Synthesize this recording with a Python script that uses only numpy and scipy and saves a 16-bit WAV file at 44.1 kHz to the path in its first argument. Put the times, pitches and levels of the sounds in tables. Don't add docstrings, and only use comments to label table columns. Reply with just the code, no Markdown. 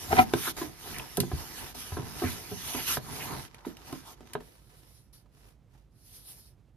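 import sys
import numpy as np
from scipy import signal
from scipy.fft import rfft, irfft, next_fast_len
from scipy.io import wavfile
from scipy.ndimage import uniform_filter1d, map_coordinates

SR = 44100
rng = np.random.default_rng(int(sys.argv[2]) if len(sys.argv) > 2 else 0)


def generate_wav(signal):
    frames = np.transpose(np.atleast_2d(signal))
    scaled = np.clip(frames, -1, 1) * 32767
    pcm = np.round(scaled).astype(np.int16)
    wavfile.write(sys.argv[1], SR, pcm)


N = 298116
TIME = np.arange(N) / SR
AGE = TIME[:SR // 2]

# (frequency [Hz], relative level [dB per Hz])
OUTDOORS_SPECTRUM = [(20, -28), (35, -1.5), (52, 12.5), (75, -2.5), (115, 5.5), (190, -7.5), (600, -20),
                     (1500, -30), (14000, -46)]
# (start [s], speeding up [s], slowing down [s], hiss level [dB], panel rasp level [dB])
SLIDES = [(-.06, 0.16, 0.064, -40, -47), (.09, 0.11, 0.048, -36, -34.5), (.2, 0.14, .05, -49, -45.5),
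          (.33, 0.14, 0.057, -33.5, -43), (.565, 0.0033, 0.14, -41, -43), (.52, 0.042, 1, -52, -56),
          (.77, 0.12, 0.074, -43.5, -47.5), (.9, 0.09, 0.11, -47, -44.5), (1.06, 0.068, 0.45, -46.5, -55.5),
          (1.27, 0.18, 0.12, -44.5, -49.5), (1.47, 0.11, 0.18, -43, -46), (1.742, 0.0093, 0.26, -40, -47),
          (1.9, 0.15, 0.22, -49, -47), (2.1, 0.13, 0.27, -40, -44), (2.33, 0.36, 0.076, -42, -51.5),
          (2.59, 0.19, 0.2, -36.5, -46.5), (2.855, 0.045, 0.093, -29.5, -41.5),
          (2.96, 0.3, 0.052, -41, -43), (3.25, 0.11, 0.13, -44, -43), (3.36, 0.26, 0.2, -67, -56),
          (3.65, 0.01, 0.11, -53, -53.5), (3.75, 0.17, 0.17, -51, -51.5), (4.03, 0.075, 0.048, -49, -56),
          (4.12, 0.16, 0.25, -64.5, -58)]
# (frequency [Hz], relative level [dB per Hz])
CARD_HISS_SPECTRUM = [(300, -29), (1200, -3.5), (3000, -3.5), (6200, -1), (7800, -9.5), (10500, 1.5),
                      (13500, -1.5), (15000, -22.5)]
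# (frequency [Hz], relative level [dB per Hz])
PANEL_RASP_SPECTRUM = [(60, 2.5), (150, 4), (350, 2), (520, -5), (850, -0.5), (1500, -8), (2600, -20),
                       (9000, -32.5)]
# (frequency [Hz], relative level [dB per Hz])
CRACKLE_SPECTRUM = [(400, -13), (1100, 1.5), (3000, -2.5), (6000, -8), (12000, -23)]
# (frequency [Hz], shared power [0 to 1])
PORT_LIKENESS = [(500, 0.54), (5000, .3), (9500, 0.65)]
# (time [s], level [dB], settled panel pitch [Hz], panel t60 [s],
# contact brightness [Hz], carton ring and rattle against the panel [dB], pressing time [s])
KNOCKS = [(0.089, -34.5, 83.4, .15, 398.5, -13, 0.0078), (0.3363, -12.5, 346, 0.019, 3200, -4.5, 0.0013),
          (0.347, -27.5, 115, 0.044, 391, -2.5, 0.0024), (0.472, -36.5, 326, 0.14, 900, 4, .006),
          (0.6157, -27.5, 302.4, 0.11, 1680, 1.5, 0.00032), (1.172, -30, 690, 0.044, 1250, -4, 0.0048),
          (1.179, -20.5, 180, 0.17, 630, -0.5, 0.0035), (1.232, -27.5, 341, 0.044, 897, -3.5, 0.0039),
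          (1.314, -34.5, 332, 0.043, 1730, 4.5, 0.0042), (1.326, -26.5, 67.6, 0.097, 303, -6, 0.011),
          (1.919, -32, 85, 0.14, 2200, -4.5, 0.0034), (1.968, -36, 322, 0.087, 1380, 10, 0.00054),
          (1.985, -32, 113, 0.17, 627, 3, 0.0043), (2.219, -25.5, 324, 0.13, 1250, -1.5, 0.0038),
          (2.234, -26.5, 244.5, 0.075, 1000, 0, 0.0068), (2.238, -29, 92.9, 0.21, 498, -3.5, 0.012),
          (2.513, -33, 183, 0.1, 586, 2, 0.0092), (2.745, -35, 272, 0.12, 1300, 5, 0.0065),
          (2.9704, -25.5, 460, 0.017, 2190, 6, 0.00098), (2.976, -28.5, 127, 0.028, 500, -7, 0.0038),
          (3.649, -42, 840, 0.048, 2440, 6, 0.00085), (3.666, -26, 268, 0.023, 430, -1, 0.0038),
          (3.927, -33, 263, 0.086, 1200, 0.5, 0.0008), (4.3518, -25, 387, 0.03, 1520, 5, 0.00075)]
# (nominal pitch [Hz], nominal level [dB], t60 at damping 1 [s])
CARTON_MODES = [(103.5, -10.5, 0.28), (176.7, -8.5, 0.31), (255, -9, 0.31), (405, -2, 0.089),
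                (554, -10.5, 0.085), (731, -4, 0.04), (995.5, -5.5, 0.11), (1262, -3.5, 0.044),
                (1610, -3, 0.043)]
# (frequency [Hz], relative level [dB per Hz])
RATTLE_SPECTRUM = [(40, 21.5), (110, 29.5), (350, 9.5), (520, -7.5), (1500, -3.5), (4000, 15.5),
                   (12000, -100)]
# (start of full pressure [s], time at full pressure [s], level [dB], brightness [Hz])
TUGS = [(0.125, .005, -19.5, 1393), (0.183, 0.015, -17, 5080)]
# (centre [Hz], width [Hz], level [dB])
FLAP_RESONANCES = [(100, 60, -10), (237, 40, -6), (398, 40, -6), (622, 40, -7), (732, 42, 3.5),
                   (974, 60, -6), (1290, 45, -7), (1500, 60, -11), (2050, 120, -11), (2350, 120, -12),
                   (2850, 300, -21)]
# (time [s], approximate peak level [dB], tilt [dB per octave])
TICKS = [(0.3364, -13, -3.5), (0.9843, -21.5, 5), (1.1709, -12, 4), (1.2025, -6.5, 1.2), (3.545, -31, -3.5),
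         (3.769, -33, -2.5), (3.926, -27.5, -1), (4.272, -41.5, .5), (4.334, -22.5, -0.3)]
# (frequency [Hz], relative level [dB per Hz])
CLICK_SPECTRUM = [(300, -14.5), (2700, -3), (5500, -5), (8000, -7), (11000, -4.5), (14000, -10.5),
                  (16000, -22.5)]
# (middle [s], half length [s], level [dB], start pitch [Hz], end pitch [Hz])
SCUFFS = [(0.444, 0.077, -45.5, 2460, 1290), (0.48, 0.022, -33.5, 1370, 1210),
          (0.961, 0.045, -43, 2500, 1990), (0.997, 0.0076, -37, 2800, 2970),
          (2.267, 0.059, -41, 1950, 1870), (2.757, .13, -42, 3400, 2210), (3.219, .035, -42.5, 2440, 2160),
          (3.308, .1, -46.5, 1000, 1200), (4.092, 0.062, -53.5, 940, 1060)]
# (time [s], level [dB], pitch [Hz])
TAPS = [(4.206, -45, 336), (4.405, -44, 453), (5.259, -62, 646), (5.748, -61, 780)]
# (start [s], speeding up [s], slowing down [s], hiss level [dB], panel rasp level [dB])
STROKES = [(4.38, 0.039, 0.44, -60, -61.5), (4.65, 0.064, 0.42, -61.5, -62.5),
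           (4.85, 0.072, 0.22, -58.5, -80), (5.124, 0.012, 0.14, -57, -66),
           (5.26, 0.19, 0.14, -64.5, -61.5), (5.67, 0.08, 0.14, -87, -67.5), (5.87, 0.39, 0.33, -49, -66.5)]
# (frequency [Hz], relative level [dB per Hz])
SKIN_HISS_SPECTRUM = [(2000, -14.5), (5300, -3), (7600, -12), (10300, 4.5), (13200, -4), (15000, -5.5)]
# (frequency [Hz], relative level [dB per Hz])
GLOSS_RASP_SPECTRUM = [(80, -3), (350, -1.5), (1500, -8), (9000, -17)]
# (frequency [Hz], left minus right [dB])
LEFT_SHADE = [(100, -3.5), (400, -2.5), (1200, -1), (5000, -4.5), (10000, -0.5)]
# (frequency [Hz], t60 [s])
PORCH_DECAY = [(150, 0.32), (1000, 0.11), (10000, 0.069)]

SLIDE_POWER, STROKE_POWER = 0.96, 2.1
LAG_MS = 0.079
PANEL_OVERTONE, OVERTONE_DB = 2.2, -11
BEND, BEND_S = 0.16, 0.0066
REBOUND_SHARE, REBOUND_DB = 0.22, -8.5
LOAD_DB_PER_S, RELEASE_DB_PER_S = 720, 1703
TOP_HZ, SOFT_TOP_HZ = 15800, 14800


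def amp(db):
    return 10 ** (np.asarray(db) / 20)


def unit(x):
    return x / np.sqrt(np.mean(x ** 2) + 1e-20)


def along(points, hz):
    f, value = np.transpose(points)
    return np.interp(np.log(hz + 1), np.log(f + 1), value)


def wobble(rate):
    knots = rng.standard_normal(int(N * rate / SR) + 4)
    return map_coordinates(knots, [TIME * rate])


def filtered(x, response):
    n = x.shape[-1]
    padded = next_fast_len(n + SR // 4)
    hz = np.fft.rfftfreq(padded, 1 / SR)
    return irfft(rfft(x, padded) * response(hz), padded)[..., :n]


def coloured(x, spectrum):
    return unit(filtered(x, lambda hz: amp(along(spectrum, hz))))


def pair(alike, size=N):
    noise = rng.standard_normal((3, size))
    return np.sqrt(alike) * noise[0] + np.sqrt(1 - alike) * noise[1:]


def fade(t60, hold=0):
    return np.exp(-np.log(1000) * np.maximum(AGE - hold, 0) / t60)


def add(track, s, sound):
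    part = track[:, round(s * SR):][:, :sound.shape[-1]]
    part += sound[..., :part.shape[1]]


def ports(x, lag_ms):
    side = np.array([[1], [-1]])
    return filtered(x, lambda hz: np.exp(1j * np.pi * hz * lag_ms / 1000 * side))


def resonance(hz, centre, width):
    return 1j * hz * width / (centre ** 2 - hz ** 2 + 1j * hz * width)


def outdoors(left_db=-4.5, right_db=1.5):
    level = amp(-57.5 + wobble(40))
    return level * coloured(pair(0.9), OUTDOORS_SPECTRUM) * amp([[left_db], [right_db]])


def patchy(x, depth_db):
    bands = signal.stft(x, nperseg=512)[2]
    field = rng.standard_normal(bands.shape[1:])
    field = uniform_filter1d(field, size=6, axis=0)
    field = uniform_filter1d(field, size=12, axis=1)
    return signal.istft(bands * amp(depth_db * unit(field)), nperseg=512)[1][:, :N]


def friction(spectrum, lag_ms, grain_db, grain_rate, flutter_db=1.4, patchy_db=2.4):
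    bursts = amp(grain_db * wobble(grain_rate) + flutter_db * wobble(25.03))
    shared = filtered(pair(1), lambda hz: np.sqrt(along(PORT_LIKENESS, hz)))
    separate = filtered(pair(0), lambda hz: np.sqrt(1 - along(PORT_LIKENESS, hz)))
    rubbing = ports((shared + separate) * bursts, lag_ms)
    return coloured(patchy(rubbing, patchy_db), spectrum)


def slide_levels(rows, power):
    energy = np.zeros((2, N))
    for s, rise, fall, hiss_db, rasp_db in rows:
        progress = np.interp(TIME, [s, s + rise, s + rise + fall], [0, 1, 0])
        speed = np.sin(np.pi / 2 * progress)
        energy += (amp([[hiss_db], [rasp_db]]) * speed ** power) ** 2
    return np.sqrt(energy)


def speeding(x, level, brisk_db, tilt=0.2):
    top = filtered(x, lambda hz: 1 - 1 / (1 + (hz / 8000) ** 8))
    top_gain = (level / amp(brisk_db)) ** tilt
    return level * (x + (top_gain - 1) * top)


def crackle(per_s=300, spread_db=2):
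    strength = amp(spread_db * np.minimum(rng.exponential(size=N), 2))
    snaps = (rng.random(N) < per_s / SR) * strength
    return coloured(ports(snaps * pair(0.14), LAG_MS), CRACKLE_SPECTRUM)


def sliding(crackle_db=-7.5):
    hiss_level, rasp_level = slide_levels(SLIDES, SLIDE_POWER)
    hiss = friction(CARD_HISS_SPECTRUM, lag_ms=LAG_MS, grain_db=1.3, grain_rate=2200)
    rasp = friction(PANEL_RASP_SPECTRUM, lag_ms=LAG_MS, grain_db=1.7, grain_rate=500)
    pressed = rasp_level * (rasp + amp(crackle_db) * crackle())
    return speeding(hiss, hiss_level, brisk_db=-32.5) + pressed


def carton(damping, press):
    ring = np.zeros((2, len(AGE)))
    for k, (hz, db, t60) in enumerate(CARTON_MODES):
        level = (-1) ** k * amp(db + rng.normal(0, 2.3, (2, 1)))
        tone = np.sin(2 * np.pi * hz * rng.normal(1, 0.051) * AGE)
        ring += level * tone * fade(t60 * damping, press)
    return ring


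def knocks(free_t60=0.12, rattle_db=-6, settle_db=-21, settle_stretch=6.6, lowest_share=0.63):
    track = np.zeros((2, N))
    for s, db, panel_hz, t60, bright_hz, ring_db, press in KNOCKS:
        push = np.sin(np.pi / 2 * np.minimum(AGE / press, 1))
        phase = 2 * np.pi * panel_hz * np.cumsum(1 + BEND * np.exp(-AGE / BEND_S)) / SR
        overtone = amp(OVERTONE_DB) * np.sin(PANEL_OVERTONE * phase) / (1 + (panel_hz / bright_hz) ** 2)
        panel = (np.sin(phase) + overtone) * fade(t60, press)
        damping = np.sqrt(t60 / free_t60)
        ring = carton(damping, press)
        rebounds = np.cumsum(REBOUND_SHARE * t60 * (.5 + rng.random(size=3)))
        for k, delay in enumerate(rebounds):
            add(ring, delay, amp(REBOUND_DB * (k + 1)) * carton(damping / 2, 0))
        settling = amp(settle_db) * fade(settle_stretch * t60, press)
        shaking = amp(rattle_db) * fade(t60, press) + settling
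        rattle = shaking * coloured(pair(0.82, size=len(AGE)), RATTLE_SPECTRUM)
        soft = signal.butter(2, bright_hz, fs=SR)
        stiff = signal.butter(3, lowest_share * panel_hz, "high", fs=SR)
        body = signal.lfilter(*stiff, signal.lfilter(*soft, ring / 2 + rattle))
        add(track, s, amp(db) * push * (panel + amp(ring_db) * body))
    return ports(track, lag_ms=0.022)


def flap(hz):
    return sum((-1) ** k * amp(db) * resonance(hz, centre, width)
               for k, (centre, width, db) in enumerate(FLAP_RESONANCES))


def judder(slip_hz=242, jitter=.12, scatter_db=4.0, flex_s=0.00033, crunch_db=-12, left_db=2):
    turns = np.cumsum(slip_hz * (1 + jitter * wobble(160))) / SR
    slips = np.diff(np.floor(turns), prepend=0) * amp(scatter_db * wobble(200.4))
    drive = unit(slips) + pair(0.43)
    force = np.zeros((2, N))
    for s, hold, db, bright_hz in TUGS:
        load = LOAD_DB_PER_S * np.maximum(s - TIME, 0)
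        release = RELEASE_DB_PER_S * np.maximum(TIME - s - hold, 0)
        pressure = amp(db - load - release)
        force += signal.lfilter(*signal.butter(1, bright_hz, fs=SR), drive * pressure)
    flexed = TIME + flex_s * wobble(70)
    ring = np.array([np.interp(flexed, TIME, port) for port in filtered(force, flap)])
    ring /= np.std(filtered(drive, flap))
    crunch = amp(crunch_db) * filtered(force, lambda hz: amp(along(CRACKLE_SPECTRUM, hz)))
    return ports(ring + crunch, lag_ms=0.25) * amp([[left_db / 2], [-left_db / 2]])


def ticks(snap_t60=0.019, tail_db=-23, tail_t60=0.12):
    track = np.zeros((2, N))
    decay = fade(snap_t60) + amp(tail_db) * fade(tail_t60)
    for s, peak_db, tilt in TICKS:
        colour = [(hz, level + tilt * np.log2(hz)) for hz, level in CLICK_SPECTRUM]
        snap = coloured(pair(0.81, size=len(AGE)), colour) * decay
        add(track, s, amp(peak_db - 11.0) * snap)
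    return ports(track, lag_ms=LAG_MS)


def scuffs(q=2.5, grain_db=3.0, catch_db=2.5):
    track = np.zeros((2, N))
    for s, half_length, db, start_hz, end_hz in SCUFFS:
        size = int(2 * half_length * SR)
        glide = np.exp(2j * np.pi * np.cumsum(np.linspace(start_hz, end_hz, size)) / SR)
        catches = amp(grain_db * wobble(900)[:size] + catch_db * wobble(140)[:size])
        drag = pair(0.81, size=size) * catches
        band = signal.lfilter(*signal.butter(2, start_hz / (2 * q), fs=SR), drag / glide)
        scratch = unit(np.real(band * glide))
        add(track, s - half_length, amp(db) * np.hanning(size) * scratch)
    return ports(track, lag_ms=LAG_MS)


def taps(t60=0.061, q=2.5):
    track = np.zeros((2, N))
    for s, db, pitch in TAPS:
        noise = pair(0.84, size=len(AGE))
        note = unit(filtered(noise, lambda hz: resonance(hz, pitch, pitch / q)))
        add(track, s, amp(db) * fade(t60) * note)
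    return track


def stroking():
    hiss_level, rasp_level = slide_levels(STROKES, STROKE_POWER)
    hiss = friction(SKIN_HISS_SPECTRUM, lag_ms=-0.08, grain_db=0.0, grain_rate=2200, flutter_db=2.5)
    rasp = friction(GLOSS_RASP_SPECTRUM, lag_ms=-0.19, grain_db=3.0, grain_rate=220,
                    flutter_db=0.5, patchy_db=0.2)
    return speeding(hiss, hiss_level, brisk_db=-39.5) + rasp_level * rasp


def shaded(x):
    side = np.array([[1], [-1]])
    return filtered(x, lambda hz: amp(along(LEFT_SHADE, hz) * side / 2))


def porch(x):
    hz, t, bands = signal.stft(rng.standard_normal((2, len(AGE))), SR, nperseg=256)
    decay = np.exp(-np.log(1000) * t / along(PORCH_DECAY, hz)[:, None])
    tail = signal.istft(bands * decay, SR, nperseg=256)[1]
    tail = tail[:, :len(AGE)] * (1 - fade(0.0065))
    return signal.fftconvolve(x, tail / np.linalg.norm(tail[0]), axes=1)[:, :N]


def scene():
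    handling = shaded(sliding() + knocks() + judder() + ticks() + scuffs() + taps() + stroking())
    return outdoors() + handling + amp(-8.5) * porch(handling)


def record(dry):
    thinned = signal.sosfilt(signal.butter(2, 38, "high", fs=SR, output="sos"), dry)
    return filtered(thinned, lambda hz: (hz < TOP_HZ) / np.sqrt(1 + (hz / SOFT_TOP_HZ) ** 100))


dry = scene()
out = record(dry)
generate_wav(out)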